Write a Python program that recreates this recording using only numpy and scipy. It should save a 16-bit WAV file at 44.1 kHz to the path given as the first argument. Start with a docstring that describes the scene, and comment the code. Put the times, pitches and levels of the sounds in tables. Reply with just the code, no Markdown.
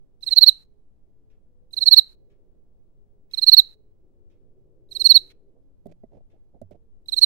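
"""A field cricket chirps in a tub below a hand-held phone: each chirp is a train of swelling wing strokes,
sine tones with overtones plus a noisy rasp, loud enough to overload the nearer microphone.
Fingers knock (ringing modes) and rub (grainy noise) the phone, and a clock ticks through the room.
Traffic hums far outside as swelling low noise with a few faint held tones, perhaps horns.
A noise suppressor turns the treble down between the loud sounds."""
import sys
import numpy as np
from scipy import signal
from scipy.fft import rfft, irfft, next_fast_len
from scipy.io import wavfile
from scipy.ndimage import uniform_filter1d, minimum_filter1d

SR = 44100
rng = np.random.default_rng(int(sys.argv[2]) if len(sys.argv) > 2 else 0)


def transcribe(u):
    """Save the signal u as a 16-bit wav file named by the first command-line argument.

    u: samples, shape (n,) or (channels, n), limited to [-1, 1]; the rate is SR.
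    q: integer samples, one column per channel.
    """
    v = np.clip(np.atleast_2d(u).T, -1, 1)
    q = np.round(v * 32767).astype(np.int16)
    wavfile.write(sys.argv[1], SR, q)


N = 319725

# chirps from the first lift of the wings; colour and path to the far microphone change as the phone moves:
# (start [s], wing lift level [dB], overtone offset [dB], jolt offset [dB], far level [dB],
#  far tilt [dB per kHz], far lag [ms], wall echo share [0-1], echo lag [ms])
CHIRP_PATHS = [(.209, -54, -2, .3, -18, 5, 0.52, 0.12, 1.1), (1.709, -49.5, -3, .3, -21, 0.4, .62, 0.3, .6),
               (3.312, -47.5, -0.46, 0.84, -17, -3, 0.67, 0.3, 0.34),
               (4.889, -47.5, 4.5, -4, -15.5, -22, 0.2, 0.94, .617),
               (7.059, -43, 2.5, 0.7, -10, 9.5, 0.58, 0.94, 0.35)]
# spectrum of gritty contact noise: (frequency [Hz], relative level [dB])
GRIT_SPECTRUM = [(800, -27.5), (1400, -9), (2200, -0.5), (3500, -5.5), (6000, -11), (15000, -27.5)]


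def amp(db):
    """Decibels to linear gain."""
    return 10 ** (np.asarray(db) / 20)


def unit(x):
    """x scaled to an rms of 1."""
    return x / np.sqrt(np.mean(x ** 2, axis=-1, keepdims=True) + 1e-20)


def smooth(x, size):
    """Two passes of a moving average, size samples wide."""
    return uniform_filter1d(uniform_filter1d(x, size), size)


def along(points, hz):
    """Read (Hz, value) points on a log frequency axis."""
    f, v = np.transpose(points)
    return np.interp(np.log(hz + 1), np.log(f + 1), v)


def filtered(x, response):
    """x times a complex response of frequency."""
    n = x.shape[-1]
    m = next_fast_len(n + 8192)
    return irfft(rfft(x, m) * response(np.fft.rfftfreq(m, 1 / SR)), m)[..., :n]


def noise(spectrum, size):
    """Coloured noise of rms 1."""
    return unit(filtered(rng.standard_normal(size), lambda hz: amp(along(spectrum, hz))))


def patchy(x, depth_db):
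    """Noise with random patches of gain in time and frequency, brought back to rms 1."""
    z = signal.stft(x, nperseg=256)[2]
    field = uniform_filter1d(rng.standard_normal(z.shape[1:]), size=6, axis=0)
    field = uniform_filter1d(field, size=5, axis=1)
    gain = amp(depth_db * field / field.std())
    return unit(signal.istft(z * gain, nperseg=256)[1][:, :N])


def add(track, s, x):
    """Mix x into track from s seconds on."""
    part = track[..., round(s * SR):round(s * SR) + x.shape[-1]]
    part += x[..., :part.shape[-1]]


def panned(x, pan_db):
    """Mono to stereo; pan_db is left minus right, and the two gains always sum to 2."""
    return x * amp([[min(pan_db, 0)], [min(-pan_db, 0)]]) * 2 / (1 + amp(-abs(pan_db)))


def ring(modes, attack):
    """One blow on decaying sine modes (Hz, dB, t60 s), each strength varied at random."""
    t = np.arange(SR // 5) / SR
    out = np.zeros(len(t))
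    for hz, db, t60 in modes:
        level = amp(db + rng.normal(0, 3.9) - 60 * t / t60)
        out += level * np.sin(2 * np.pi * hz * t)
    return (1 - np.exp(-t / attack)) * out


def room(x):
    """A stereo tail of decaying noise in which each frequency dies at its own speed."""
    # (frequency [Hz], fall time [s])
    fall_times = [(500, .35), (4000, 0.22), (6000, 0.11), (12000, 0.13)]
    hz, t, z = signal.stft(rng.standard_normal((2, SR // 3)), SR, nperseg=256)
    age = t / along(fall_times, hz)[:, None]
    decay = amp(-62 * age) + amp(-18 - 22 * age)  # a quick fall, then a slower and fainter one
    tail = signal.istft(z * decay, SR, nperseg=256)[1]
    delayed = np.pad(x, (150, 0))
    return signal.fftconvolve(delayed[None], tail / np.linalg.norm(tail[0]), axes=1)


def stroke(ms, db, crest, hz, swell_db, overtones_db):
    """The file drives the wing at a falling tooth rate; hz is (start, middle, end). 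Gives tone and level."""
    # (multiple of the tooth rate, level [dB])
    overtones = [(2, -35.5), (3, -40.5)]
    fade_db = 6.5  # fall from the crest to the end
    t = np.arange(round(ms * SR / 1000)) * 1000 / SR  # ms
    u, crest = t / ms, np.clip(crest, .1, .9)
    rise = swell_db * np.clip(1 - u / crest, 0, 1) ** 1.5
    fall = fade_db * np.clip((u - crest) / (1 - crest), 0, 1) ** 1.9
    fade_in = np.sin(np.pi / 2 * np.clip(t / 3, 0, 1)) ** 2
    fade_out = np.sin(np.pi / 2 * np.clip((ms - t) / 5, 0, 1)) ** 2
    level = amp(db - rise - fall) * fade_in * fade_out
    # uneven teeth shake size and timing, most before the wing has settled
    shake = smooth(rng.standard_normal((2, len(t))), 40)
    size, timing = unit(shake) * (.25 + .6 * np.exp(-u / .2))
    level = level * amp(1.3 * size)
    # the rate tops out early in strong strokes
    bend = np.polyfit((0, 1 / 2, 1), hz, 2)
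    rate = np.minimum(np.polyval(bend, np.minimum(u, .95)), 4390)
    phase = 2 * np.pi * np.cumsum(uniform_filter1d(rate, 150)) / SR + 0.026 * timing
    # overtones grow less than the main tone and flutter more
    upper = sum(amp(g) * np.sin(k * (phase + .12 * size)) for k, g in overtones)
    return level * np.sin(phase) + level ** .7 * amp(overtones_db + 4 * timing) * upper, level


def jolt(ms, start_ms):
    """The first teeth ring the wing freely, lower than the driven tone and beating against it."""
    t = np.arange(round(ms * SR / 1000)) * 1000 / SR  # ms
    age = np.clip(t - start_ms, 0, None) / 3.3
    return age ** 2 * np.exp(2 - 2 * age) * np.sin(2 * np.pi * (4170 * t / 1000 + rng.random()))


def wings():
    """All strokes and wing lifts as a mono song, with a stereo rasp of noise that follows their swell."""
    # wing strokes, six to a chirp:
    # (start [s], length [ms], crest level [dB], crest place [0-1], tooth rate at the middle [Hz])
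    strokes = [(0.2239, 20.6, -25, .56, 4056), (0.2627, 32, -16, .54, 4097), (0.307, 34.9, -7.5, .71, 4193),
               (0.3599, 33.2, 1.64, .79, 4294), (0.409, 38.3, 1.64, .66, 4248),
               (0.4621, 37.9, 2, .67, 4264), (1.7291, 17.9, -25, .56, 4070), (1.7651, 28, -14.5, 0.6, 4130),
               (1.806, 37, -10, .56, 4175), (1.8565, 36.2, -0.34, .76, 4302), (1.9085, 40, 2, .58, 4225),
               (1.9629, 37.5, 2.06, .59, 4254), (3.3339, 18.8, -19, .35, 4030),
               (3.3724, 27, -14, .45, 4076), (3.4153, 32.1, -8, .58, 4195), (3.4634, 38, 0.16, .66, 4272),
               (3.5147, 36.7, 2.5, .61, 4248), (3.5657, 39.9, 2.5, .54, 4220), (4.9094, 24, -27, .49, 4080),
               (4.9485, 28.65, -18.5, .75, 4180), (4.9942, 33, -10.5, .75, 4195),
               (5.041, 36.9, -1.2, .57, 4320), (5.089, 40.0, 0.7, .45, 4263),
               (5.1413, 40.1, 0.66, .49, 4262), (7.0827, 18, -22.5, .25, 3980),
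               (7.1192, 28.0, -13.5, .53, 4054), (7.1625, 33, -9, .75, 4190),
               (7.212, 37.4, -0.4, .65, 4286)]
    # how a stroke goes, by its place in the chirp:
    # (swell [dB], jolt start [ms], jolt level [dB], start over the middle [Hz], end under it [Hz],
    #  overtone offset [dB], rasp drive [dB])
    places = [(14.82, 0.9, -31.5, 310, 343, 0, -3.5), (13.01, 1.01, -35, 250, 440, 1, -4),
              (19.495, 1.01, -34.5, 160, 330, 1.5, -3.5), (21, 4.9, -14, 210, 395, 3, 1.33),
              (18, 1.01, -17.5, 355, 480, -4.5, 2), (16, 1.01, -16.5, 325, 505, -5.5, 2.5)]
    # rasp spectrum: (frequency [Hz], relative level [dB])
    scrape = [(300, -41.5), (1500, -20), (3200, -8), (4200, -6.5), (5100, -3.5), (5900, 1), (7000, -13),
              (8500, 2), (10500, -11.5), (12500, -4.5), (14500, -13.5), (16000, -14.5)]
    song, swell = np.zeros(N), np.zeros(N)
    for row, (s, ms, db, crest, middle) in enumerate(strokes):
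        swell_db, jolt_ms, jolt_db, over, under, overtones_db, rasp_db = places[row % len(places)]
        chirp = CHIRP_PATHS[row // len(places)]
        hz = middle + over, middle, middle - under
        tone, level = stroke(ms, db, crest, hz, swell_db, overtones_db + chirp[2])
        add(song, s, tone)
        add(song, s, amp(db + jolt_db + chirp[3]) * jolt(ms, jolt_ms))
        add(swell, s, amp(rasp_db) * level)
    for s, db, *_ in CHIRP_PATHS:
        lift = ring([(3900, 7.0, .02), (8010, -5, .004), (12140, 7.0, 0.0045)], .001)
        add(song, s, amp(db) * lift)
    patches = amp(0.83 * unit(smooth(rng.standard_normal((2, N)), 300)))
    # the power makes the rasp grow less than the strokes
    follow = np.abs(smooth(swell, 600)) ** 0.43
    return song, follow * patches * patchy(noise(scrape, size=(2, N)), depth_db=6.5)


def cricket():
    """Near microphone (right): direct song. 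Far one: a late copy and its tub-wall echo. Both: the room."""
    # gain curves: (frequency [Hz], gain [dB])
    far_gain = [(6000, 0), (7000, 4), (10000, 4.5), (11500, -3)]
    tub_gain = [(3700, 0), (4300, -2.0), (8500, 4.5), (13000, 11.5)]
    song, rasp = wings()
    out = rasp * amp([[-58], [-40]])
    out[1] += song

    def late(hz, ms):
        return np.exp(-2j * np.pi * hz * ms / 1000)

    for s, *_, db, tilt_db, lag, share, echo in CHIRP_PATHS:
        chirp = song[round(s * SR):][:SR // 2]

        def path(hz):
            tilt = tilt_db * np.clip(hz / 1000 - 4.05, -.25, .3)
            return amp(db + tilt) * late(hz, lag) * (1 + share * late(hz, echo))

        # the second overtone loses less on the way than the main tone
        add(out[0], s, filtered(chirp, lambda hz: path(hz) * amp(along(far_gain, hz))))
        # above the main tone, the tub lets the higher parts out best
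        escaped = filtered(chirp, lambda hz: amp(along(tub_gain, hz)))
        scraping = amp(-24.5) * rasp[1, round(s * SR):][:SR // 2]
        add(out, s, room(escaped + scraping) * amp([[-32], [-27]]))
    return out


def fingers():
    """Knocks ring the phone case and thump the hand; rubs are short grainy noise."""
    # (time [s], level [dB], relative snap [dB], relative thump [dB])
    knocks = [(5.858, -29.5, -41.5, -43), (5.868, -34, -33, -15), (6.036, -33.5, -52.5, -27.5),
              (6.616, -30.5, -35.5, -20.5), (6.624, -42, -41.5, -7.5), (6.71, -35, -37, -15.5)]
    # modes of the phone case: (frequency [Hz], level [dB], t60 [s])
    case = [(236, 7, 0.033), (389, 8.5, 0.025), (595, 7.5, 0.029), (647, 5.5, 0.04), (1996, -13, 0.031)]
    # (time [s], length [s], level [dB], relative grit [dB])
    rubs = [(5.536, 0.072, -67.5, -33), (5.881, 0.038, -53.5, -8), (5.911, .02, -51, 1),
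            (6.107, 0.094, -53.5, -13), (6.204, 0.015, -58, -19.5), (6.297, 0.092, -63.5, -19),
            (6.533, .05, -55, -38.5), (6.709, 0.028, -50, -3.5), (6.737, 0.033, -57, -13)]
    # rub spectrum: (frequency [Hz], relative level [dB])
    skin = [(80, -2), (250, -1.5), (650, 1.5), (900, -13.5), (1500, -47), (15000, -71)]
    knock_pan_db, rub_pan_db = -20, -18.5  # left minus right
    out, t = np.zeros((2, N)), np.arange(SR // 5) / SR
    for s, db, snap_db, thump_db in knocks:
        snap = amp(snap_db + 24 - 60 * t / 0.022) * rng.standard_normal(len(t))
        thump = amp(thump_db) * ring([(96.3, 3, 0.209), (169, -2.0, 0.26)], 0.0092)
        knock = amp(-6.5) * ring(case, 0.0034) + snap + thump
        add(out, s, panned(amp(db) * knock, knock_pan_db))
    for s, length, db, grit_db in rubs:
        n = round(length * SR)
        grains = amp(3 * unit(uniform_filter1d(rng.standard_normal(n), 200)))
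        rub = noise(skin, size=n) + amp(grit_db) * noise(GRIT_SPECTRUM, size=n)
        add(out, s, panned(amp(db) * np.hanning(n) ** .5 * grains * rub, rub_pan_db))
    return out


def clock():
    """A soft double tick each second: ringing modes and gritty noise, heard through the room."""
    # (frequency [Hz], level [dB], t60 [s])
    tick_modes = [(1517, -7.5, .015), (2080, -6.5, 0.02462), (3083, -10.5, 0.0094), (4896, -13, .01)]
    out, tick = np.zeros((2, N)), np.zeros(SR // 4)
    fade = amp(-60 * np.arange(SR // 5) / SR / 0.043)
    for s, db in [(0, -69), (.014, -70)]:
        grit = 5.9 * fade * noise(GRIT_SPECTRUM, size=SR // 5)
        add(tick, s, amp(db) * (ring(tick_modes, .0005) + grit))
    for second in range(7):
        add(out, second + .295, room(tick))
    return out


def outside():
    """Traffic swells as low noise partly shared by both channels, with wavering held sine tones on it."""
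    # (time [s], level [dB])
    traffic = [(0, -76.5), (1, -81), (2, -76.5), (2.3, -68.5), (2.7, -75), (3.8, -75), (4.4, -69),
               (4.999, -65.5), (5.5, -68.5), (5.999, -83.5), (7.25, -73.5)]
    # traffic spectrum: (frequency [Hz], relative level [dB])
    street = [(150, -26), (250, -7), (380, 3.5), (550, -4.5), (800, -22.5), (1300, -35), (2500, -57.5)]
    # held tones: (time [s], length [s], frequency [Hz], level [dB])
    tones = [(0.649, 0.19, 412, -75), (1.098, 0.32, 434, -75), (1.45, 0.28, 496, -75.5),
             (1.78, 0.14, 524, -71), (2.099, .4, 408.5, -75), (2.897, .4, 411, -75),
             (3.694, 0.29, 428.5, -73.5), (4.004, 0.3, 354, -71.5), (4.507, 0.28, 381.3, -72),
             (4.449, 0.91, 127.9, -70), (5.198, 0.2, 389, -71), (5.603, 0.14, 279, -72.5),
             (6.75, 0.17, 452, -74)]
    s, db = np.transpose(traffic)
    common, left, right = noise(street, size=(3, N))
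    swell = amp(np.interp(np.arange(N) / SR, s, db))
    out = swell * (common + 0.66 * np.array([left, right]))
    for s, length, hz, db in tones:
        n = round(length * SR)
        drift = 0.0036 * unit(uniform_filter1d(rng.standard_normal(n), 2000))
        tone = np.sqrt(2) * np.sin(2 * np.pi * hz * np.cumsum(1 + drift) / SR)
        add(out, s, panned(amp(db) * signal.windows.tukey(n, .4) * tone, rng.normal(0, 3)))
    return out


def background_air():
    """A steady stereo noise floor, strongest in the lowest bass."""
    # (frequency [Hz], relative level [dB])
    air = [(3, 1.5), (12, -8.5), (33, -15), (90, -23), (250, -31), (600, -40), (1100, -45), (3500, -48),
           (15500, -55)]
    return amp(-53.5) * noise(air, size=(2, N))


def scene():
    """Mix all the sources as they reach the two microphones."""
    return cricket() + fingers() + clock() + outside() + background_air()


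def suppressed(x):
    """Noise suppressor: turns treble bands down unless something loud and high passes or has just passed."""
    # (from [Hz], to [Hz], look-ahead [s])
    gate_bands = [(800, 3300, .002), (3300, 90000, .025)]
    heard = filtered(x, lambda hz: hz > 1500)
    power = np.abs(uniform_filter1d(np.max(heard ** 2, axis=0), 400))
    level_db = 10 * np.log10(power + 1e-14)

    def above(hz, edge):
        return 1 / (1 + (edge / (hz + 1)) ** 4)

    out = x
    for low, high, ahead_s in gate_bands:
        band = filtered(x, lambda hz: above(hz, low) - above(hz, high))
        ahead, hold = round(ahead_s * SR), round(.132 * SR)
        # the loudest level in the window from hold before to ahead after
        held_db = -minimum_filter1d(-level_db, size=ahead + hold, origin=(hold - ahead) // 2)
        shut = 1 / (1 + np.exp(held_db + 32))  # half shut at -32 dB
        out = out - band * (1 - amp(-20 * uniform_filter1d(shut, 400)))
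    return out


def record(dry):
    """A slightly lopsided microphone; the converter clips at its own rate, so high overtones fold back down."""
    # ratio of the converter's rate to SR: (up, down)
    up, down = (160, 147)
    top_hz = 15650
    # loud strokes also push the membrane's rest position: a low thump
    thump = amp(-36) * filtered(dry ** 2, lambda hz: 1 / (1 + (hz / 150) ** 2))
    fast = signal.resample_poly(dry + 0.011 * dry ** 2 + thump, up, down, axis=1)
    fast = np.clip(fast, -.9, .9)
    back = signal.resample_poly(fast, down, up, axis=1)[:, :N]
    return filtered(suppressed(back), lambda hz: hz < top_hz)


dry = scene()
out = record(dry)
transcribe(out)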